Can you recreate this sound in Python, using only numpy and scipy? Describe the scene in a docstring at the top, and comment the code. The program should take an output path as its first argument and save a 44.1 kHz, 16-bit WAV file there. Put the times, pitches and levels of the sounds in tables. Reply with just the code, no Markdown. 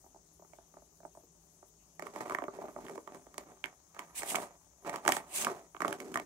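"""You hear sharp knocks, rattles and rumbling: a light hollow ball runs round a plastic track on a carpet.
Knocks on walls and joints ring the track and the ball's shell; rolling touches make the rumble.
A hand scuffs track and carpet when it flicks the ball: friction noise that swells and fades.
Behind it is a quiet room with a low hum, heard through two microphone ports, the left one hissier."""
import sys
import numpy as np
from scipy import signal
from scipy.fft import rfft, irfft, next_fast_len
from scipy.io import wavfile
from scipy.ndimage import uniform_filter1d

SR = 44100
rng = np.random.default_rng(int(sys.argv[2]) if len(sys.argv) > 2 else 0)


def wav_out(sig):
    """Save sig, one row per channel (or a flat mono array), as 16-bit PCM at SR to the path in sys.argv[1]."""
    wavfile.write(sys.argv[1], SR, np.round(np.clip(np.atleast_2d(sig).T, -1, 1) * 32767).astype(np.int16))


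N = 275625

# Ball hitting a wall or joint:
# (time [s], strength [dB], pitch of the spot struck [Hz], crack relative to strength [dB])
KNOCK_TABLE = [(0.042, -48, 760, -49), (0.063, -51, 786, -48), (0.146, -49, 750, -60),
               (0.161, -48, 736, -72), (0.395, -47.5, 590, -62), (0.422, -46.5, 653, -69),
               (0.448, -48.5, 890, -62), (0.534, -48, 634, -16), (0.586, -43.5, 664, -48),
               (0.74, -49, 576, -33), (0.769, -42.5, 630, -39), (0.821, -50, 660, -83),
               (1.003, -50, 676, -32), (1.032, -45.5, 646, -38), (1.051, -40, 650, -45),
               (1.15, -50, 670, -37), (1.172, -43, 655, -52), (1.235, -50.5, 456, -63),
               (1.628, -47, 717, -44), (1.995, -39.5, 770, -6.5), (2.023, -29.5, 606, -17.5),
               (2.068, -35.5, 1150, -16.5), (2.16, -30, 670, -21), (2.207, -25, 900, -25),
               (2.215, -37, 800, -22), (2.257, -38, 1090, -23), (2.297, -28.5, 970, -17),
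               (2.308, -28.5, 1010, -28), (2.321, -30, 1000, -21), (2.348, -25.5, 1060, -17),
               (2.386, -26, 1060, -26.5), (2.421, -26, 570, -32), (2.439, -27, 573, -29),
               (2.482, -29.5, 610, -37), (2.587, -29.5, 600, -65), (2.618, -35.5, 790, -58),
               (2.64, -32.5, 645, -77), (2.653, -36, 790, -60), (2.689, -37, 634, -76),
               (2.763, -31, 610, -34), (2.787, -35, 610, -71), (2.866, -46, 1950, -12),
               (2.883, -41.5, 1560, -14), (2.896, -33.5, 487, -17.5), (2.956, -38, 614.5, -22),
               (2.978, -32, 457, -29), (3.075, -34.5, 880, -24), (3.146, -36, 505, -19.5),
               (3.267, -41.5, 570, -30), (3.342, -51, 1060, -3.5), (3.38, -32.5, 614, -3),
               (3.641, -32.5, 1940, -10.5), (3.657, -38.5, 1960, -7.5), (3.947, -47, 862.4, -11),
               (3.992, -34.5, 1150, -6.5), (4.22, -35, 805, -12), (4.232, -30, 800, -9),
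               (4.345, -25, 1180, -26), (4.353, -28, 1550, -8), (4.357, -34, 1180, 6.5),
               (4.38, -36, 640, -46), (4.895, -30.5, 710, -10), (4.94, -30, 1157, -25),
               (4.959, -37, 1110, -2), (5.051, -31, 750, -12.5), (5.062, -25.5, 825, -21),
               (5.078, -14, 1220, -8), (5.09, -19.5, 770, -9), (5.098, -27, 1130, -32),
               (5.121, -21, 2300, -3.5), (5.167, -23, 776, -10.5), (5.447, -32, 970, 3.5),
               (5.468, -19.5, 1204, -29), (5.747, -36.5, 1200, -28), (5.766, -40, 1120, -22),
               (5.805, -29.5, 1310, -16), (5.819, -22.5, 1220, -17.5), (5.848, -23, 1260, -31.5),
               (5.88, -28, 765, -11), (5.908, -32.5, 430, -18), (5.927, -34.5, 1740, -5),
               (6.002, -47, 1776, 2.5), (6.142, -36.5, 1010, -3.5), (6.157, -25, 1230, -17.5),
               (6.173, -28, 1050, -12.5), (6.198, -30.5, 724, -13.5)]
# Ways the plastic track can ring, its modes:
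# (pitch [Hz], relative level [dB], time to fade by 60 dB [s])
TRACK_MODES = [(257.3, -8.5, 0.072), (319.5, -4.5, 0.055), (405.4, -1.5, 0.044), (596, -7, 0.057),
               (705, -5.5, 0.042), (742, -14, 0.1), (848, 1.5, 0.015), (993, 1, 0.017), (1192, 2.5, 0.019),
               (1585, 0.5, 0.0098), (1847, -1.5, 0.017), (2215, -1.5, 0.014), (3165, -2, 0.005)]
# Spurts of rolling: (start [s], fullest [s], held until [s], rumble level [dB],
# pitch of the stretch of track under the ball [Hz])
ROLL_SPURTS = [ (1.97, 2.028, 2.07, -50, 507), (2.075, 2.167, 2.31, -45.5, 620),
               (2.4, 2.554, 2.69, -50.5, 574), (2.63, 2.835, 2.95, -48.5, 400),
               (3.044, 3.082, 3.165, -53, 533), (3.1, 3.397, 3.52, -57, 564),
               (3.62, 3.636, 3.695, -59.5, 794), (3.922, 3.969, 4.01, -51.5, 1050),
               (4.052, 4.385, 4.384, -38, 646), (4.816, 4.848, 4.945, -41.5, 710),
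               (4.96, 5.077, 5.16, -42.5, 870), (5.178, 5.471, 5.504, -39, 754),
               (5.791, 5.823, 5.9, -39.5, 560), (5.8, 6.007, 6.18, -46.5, 400)]

THUMP_HZ = 480   # track modes below this are the low, thumping ones


def knocks(away_db, thump_db, hard_share, neutral_crack_db, spread_db, side_db, blow_db):
    """Each knock thumps the low modes and rings those near the pitch of the spot, a little unlike at each port."""
    bright_hz = 1000
    rebound_s, rebound_db = 0.0035, -15   # shortest wait; level before a chance factor
    time_s, strength_db, spot_hz, crack_db = np.transpose(KNOCK_TABLE)
    at = np.round(time_s * SR).astype(int)
    chance = rng.standard_normal((len(time_s), len(TRACK_MODES), 3))
    waits = 1 + np.cumsum(rng.random((len(time_s), 2)), axis=1)
    rebounds = (rebound_s * SR * waits ** 2).astype(int).T
    out = np.zeros((2, N))
    for k, (hz, level_db, t60) in enumerate(TRACK_MODES):
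        reach_db = away_db * np.abs(np.log2(hz / spot_hz))   # fainter with each octave from the spot
        if hz < THUMP_HZ:
            reach_db = thump_db + reach_db / 2
        octaves_up = max(np.log2(hz / bright_hz), 0)
        hard_db = hard_share * (crack_db - neutral_crack_db) * octaves_up   # soft blows miss the high modes
        chance_db = spread_db * chance[:, k, 0]
        port_db = side_db * (hz > THUMP_HZ) * chance[:, k, 1:].T
        clicks = np.zeros((2, N))
        clicks[:, at] = from_db(strength_db + blow_db + level_db + reach_db + hard_db + chance_db + port_db)
        for late in rebounds:   # the light ball rattles back, much weaker than the knock, by varying amounts
            clicks[:, at + late] += from_db(rebound_db) * clicks[:, at] * np.tanh(chance[:, k, 1])
        out += (-1) ** k * ring(clicks, hz, t60, contact=0.7)
    return out


def wall_rings():
    """The wall under each blow rings briefly at its own pitch: a sine that fades at a steady rate in dB."""
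    fade_cycles, wall_db = 18.1, -3   # cycles to fade by 60 dB; level relative to the knock's strength
    out, t = np.zeros(N + SR), np.arange(SR // 20) / SR
    for time_s, strength_db, spot_hz, _ in KNOCK_TABLE:
        at = round(time_s * SR)
        fade = from_db(strength_db + wall_db - 60 * t * spot_hz / fade_cycles)
        onset = np.minimum(t * spot_hz, 1)   # swells over the first cycle
        out[at:at + len(t)] += fade * onset * np.sin(2 * np.pi * spot_hz * t)
    return out[:N]


def cracks(touches, t60, crack_db, tick_db):
    """The ball's thin shell answers each knock, and faintly each touch, with a short burst of bright noise."""
    # Resonances of the ball shell: (centre [Hz], width [Hz], relative level [dB])
    shell = [(6830, 3700, 3.5), (11600, 90000, -13.5)]
    time_s, strength_db, _, above_db = np.transpose(KNOCK_TABLE)
    clicks = np.abs(touches) * from_db(roll_db() + tick_db)
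    clicks[np.round(time_s * SR).astype(int)] = from_db(strength_db + above_db + crack_db)
    fading = signal.lfilter([1], [1, -from_db(-60 / (t60 * SR))], clicks + 1e-18)
    burst = fading * rng.standard_normal((2, N))
    return sum(from_db(db) * resonance(burst, hz, width_hz) for hz, width_hz, db in shell)


def rumble(touches, away_db, hollow_db, wander_db):
    """The soft touches of rolling ring the modes near the pitch of the stretch under the ball."""
    _, fullest, held, _, pitch_hz = np.transpose(ROLL_SPURTS)
    spot_hz = np.interp(np.arange(N) / SR, (fullest + held) / 2, pitch_hz)
    out = np.zeros(N)
    for hz, level_db, t60 in TRACK_MODES:
        struck = rng.random(N) < 0.5   # each touch lands where only some modes move
        pushes = touches * struck
        if hz < THUMP_HZ:   # the low modes hum without a break, now one, now another
            hum_level = from_db(hollow_db + wander_db * drift(4.4))
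            pushes = pushes + hum_level * rng.standard_normal(N)
        reach_db = away_db * np.abs(np.log2(hz / spot_hz))
        out += ring(pushes * from_db(level_db + reach_db), hz, t60, contact=0.01)
    # divide by the average loudness over a tenth of a second, so the spurts alone set the slow level
    local_rms = np.sqrt(uniform_filter1d(out ** 2, size=SR // 10) + 1e-20)
    return from_db(roll_db()) * out / local_rms


def chatter(per_s, size_spread, lumpy_db):
    """The ball chatters over the grain of the plastic: uneven touches that come in clumps."""
    sizes = from_db(size_spread * np.minimum(rng.exponential(1, N), 5))
    pushes = sizes * rng.choice([-1, 1], N)
    touch_chance = per_s * from_db(lumpy_db * drift(25)) / SR
    return pushes * (rng.random(N) < touch_chance)


def roll_db():
    """Rolling level in dB: the loudest spurt counts; between spurts the ball creeps at a fixed low level."""
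    rise_db, fade_db_per_s, creep_db = 31, 164, -73.5   # gained from start to fullest; lost later; floor
    spurts = [in_time(*row[:4], rise_db, fade_db_per_s) for row in ROLL_SPURTS]
    return np.maximum(np.max(spurts, axis=0), creep_db)


def scuffs():
    """Skin sliding on track and carpet: bright friction noise, catching unevenly, swells and fades."""
    # Strokes of the hand: (start [s], fullest [s], held until [s], level [dB])
    strokes = [(4.146, 4.16, 4.2, -40.5), (4.225, 4.295, 4.32, -37), (4.32, 4.36, 4.44, -52),
               (5.066, 5.072, 5.17, -44), (5.3, 5.36, 5.428, -34.5)]
    # Tone of the friction noise: (frequency [Hz], relative level per Hz [dB])
    friction = [(600, -47), (1200, -17), (2000, -5.5), (5500, -7), (8400, 3.5), (16000, -13)]
    rise_db, fade_db_per_s, catch_db = 22, 550, 1.5
    swell = sum(from_db(in_time(*row, rise_db, fade_db_per_s)) for row in strokes)
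    catching = from_db(catch_db * drift(70))
    even_sides = [(SR, 0)]
    return swell * catching * banded_noise(friction, even_sides, patchy_db=1.5, patch_rate=30.)


def background():
    """Room air and microphone hiss, with a faint wavering hum: all are noise, shaped by filters."""
    # Tone of the air: (frequency [Hz], relative level per Hz [dB])
    air_tone = [(50, -13.5), (166, -18.5), (400, -10), (520, -36), (690, -15), (1900, -29.5), (3500, -24),
                (5000, -25.5), (8500, -19.5), (16000, -29.5)]
    # Sides of the air: (frequency [Hz], left above right [dB])
    air_sides = [(700, 7), (2400, -2), (4400, 0), (8100, 8), (15000, 16.5)]
    # Wavering hum: (centre [Hz], width [Hz], level [dB])
    hum_bands = [(53.4, 15.6, -71), (165.8, 8.7, -74)]
    # Extra hiss in the left port: (centre [Hz], width of each of two filters [Hz], level [dB])
    left_hiss = (6450, 1680, -65)
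    air_db = -69
    hum = 0
    for hz, width_hz, db in hum_bands:
        hum = hum + from_db(db) * rms_one(resonance(rng.standard_normal(N), hz, width_hz))
    hz, width_hz, db = left_hiss
    once = resonance(rng.standard_normal(N), hz, width_hz)
    hiss = from_db(db) * rms_one(resonance(once, hz, width_hz))
    air = from_db(air_db) * banded_noise(air_tone, air_sides, patchy_db=3.5, patch_rate=11.3)
    return air + hum + hiss * np.c_[[1, 0]]


def room(x):
    """Echoes, duller each round: eight feedback delays shared by both ports, eight that make them differ."""
    t60_s, wall_cut_hz, wide_hz = 0.14, 6500, 520   # fade by 60 dB; dulling; ports differ mainly above this
    out, dull = np.zeros((2, N)), np.exp(-2 * np.pi * wall_cut_hz / SR)
    lags = (rng.uniform(0.0066, 0.03, 16) * SR).astype(int)
    for k, lag in enumerate(lags):
        loop, state = x.copy(), [0.]
        gain = from_db(-60 * lag / SR / t60_s)
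        for i in range(lag, N, lag):
            back, state = signal.lfilter([gain * (1 - dull)], [1, -dull], loop[i - lag:i], zi=state)
            loop[i:i + lag] += back[:N - i]
        out[k % 2] += (loop - x) * (-1) ** (k // 2)
    shared, differing = out
    return shared + high_pass(differing, wide_hz) * np.c_[[1, -1]]   # long waves reach both ports alike


def ports(x):
    """The casing shades and delays near sounds differently at the two ports."""
    # Level of near sounds: (frequency [Hz], left above right [dB])
    near_sides = [(400, 0), (1300, -6.5), (2400, -14.5), (4400, -4), (15000, 1.5)]
    # Timing of near sounds: (frequency [Hz], phase by which left leads [radians])
    near_phase = [(0, -1.5), (430, -0.02), (780, -0.85), (2070, -2), (4700, -1), (8100, -12), (16000, -13)]
    size = next_fast_len(N + SR // 10)
    hz = np.arange(size // 2 + 1) * SR / size
    tilt = from_db(at_hz(near_sides, hz + 1) / 2)
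    lead = np.exp(1j * np.interp(hz, *np.transpose(near_phase)))
    return irfft(rfft(x, size) * [tilt * lead, 1 / tilt], size)[:, :N]


def from_db(db):
    """Turn decibels into a plain factor."""
    return 10 ** (np.asarray(db) / 20)


def rms_one(x):
    """Scale a sound to an average (rms) strength of 1."""
    return x / np.sqrt(np.mean(x ** 2) + 1e-20)


def in_time(start, fullest, held, db, rise_db, fade_db_per_s):
    """Level in dB of one movement: it rises, holds, then fades at a steady rate."""
    t = np.arange(N) / SR
    rise = rise_db * np.maximum(fullest - t, 0) / (fullest - start)
    fade = fade_db_per_s * np.maximum(t - held, 0)
    return db - rise - fade


def at_hz(points, hz):
    """Read a frequency table between its points, on a logarithmic pitch scale."""
    table = np.array(points)
    return np.interp(np.log(hz), np.log(table[:, 0]), table[:, 1])


def drift(rate):
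    """Slow random wandering of spread 1: noise smoothed at the given rate in Hz."""
    step = 40   # samples between the points of the slow curve
    r = np.exp(-2 * np.pi * rate * step / SR)
    noise = rng.standard_normal(N // step + 2002)
    slow = signal.lfilter([1], [1, -2 * r, r * r], noise)[2000:]   # skip the filter's start-up
    return np.interp(np.arange(N) / step, np.arange(len(slow)), rms_one(slow))


def ring(clicks, hz, t60, contact):
    """A click sets a sine ringing; the contact lasts a part of a cycle, which dulls the onset."""
    r, w = from_db(-60 / (t60 * SR)), 2 * np.pi * hz / SR
    soft = np.exp(-w / contact)   # contact is in radians of the cycle
    pushes = signal.lfilter([(1 - soft) ** 2], [1, -2 * soft, soft ** 2], clicks + 1e-18)
    return signal.lfilter([0, np.sin(w)], [1, -2 * r * np.cos(w), r * r], pushes)


def resonance(x, hz, width_hz):
    """Favour one band of frequencies, with gain 1 at its top."""
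    r = np.exp(-np.pi * width_hz / SR)
    poles = [1, -2 * r * np.cos(2 * np.pi * hz / SR), r * r]
    return signal.lfilter([(1 - r * r) / 2, 0, (r * r - 1) / 2], poles, x)


def banded_noise(spectrum, balance, patchy_db, patch_rate):
    """Third-octave noise bands, unrelated at the two ports, each with its level, flicker and side; rms 1."""
    out, edges = 0, 30 * 2 ** np.arange(0, 9.4, 1 / 3)
    white = rng.standard_normal((2, 2, N))   # neighbouring bands get unrelated noise
    for k, (low, high) in enumerate(zip(edges, edges[1:])):
        band_filter = signal.butter(2, [low, high], "band", fs=SR, output="sos")
        band = signal.sosfilt(band_filter, white[k % 2])
        hz = np.sqrt(low * high)
        side_db = at_hz(balance, hz) / 2 * np.c_[[1, -1]]
        out = out + band * from_db(at_hz(spectrum, hz) + patchy_db * drift(patch_rate) + side_db)
    return rms_one(out)


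def high_pass(x, hz):
    """Weaken everything below the given frequency."""
    return signal.sosfilt(signal.butter(2, hz, "high", fs=SR, output="sos"), x)


def scene():
    """Toy and hand heard near, through the ports and the room, over the background."""
    track_low_hz, room_db = 121, -14.5
    touches = chatter(per_s=1200., size_spread=3.55, lumpy_db=3.)
    toy = knocks(away_db=-5.5, thump_db=-1.0, hard_share=0.45, neutral_crack_db=-21.0,
                 spread_db=2.5, side_db=4.0, blow_db=-2.5)
    toy += wall_rings()
    toy += cracks(touches, t60=0.016, crack_db=4.0, tick_db=-28.)
    toy += rumble(touches, away_db=-10.5, hollow_db=-17.0, wander_db=6.5)
    radiated = high_pass(high_pass(toy, track_low_hz), track_low_hz)   # a small track radiates little bass
    near = radiated + scuffs()
    return ports(near) + from_db(room_db) * room(near.mean(axis=0)) + background()


def record(dry):
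    """The microphone drops the deepest bass; the top is cut."""
    mic_low_hz, cutoff_hz = 41.4, 15750
    bass_cut = high_pass(high_pass(dry, mic_low_hz), mic_low_hz)
    top_cut = signal.ellip(12, 0.5, 75, cutoff_hz, fs=SR, output="sos")
    return signal.sosfilt(top_cut, bass_cut)


dry = scene()
out = record(dry)
wav_out(out)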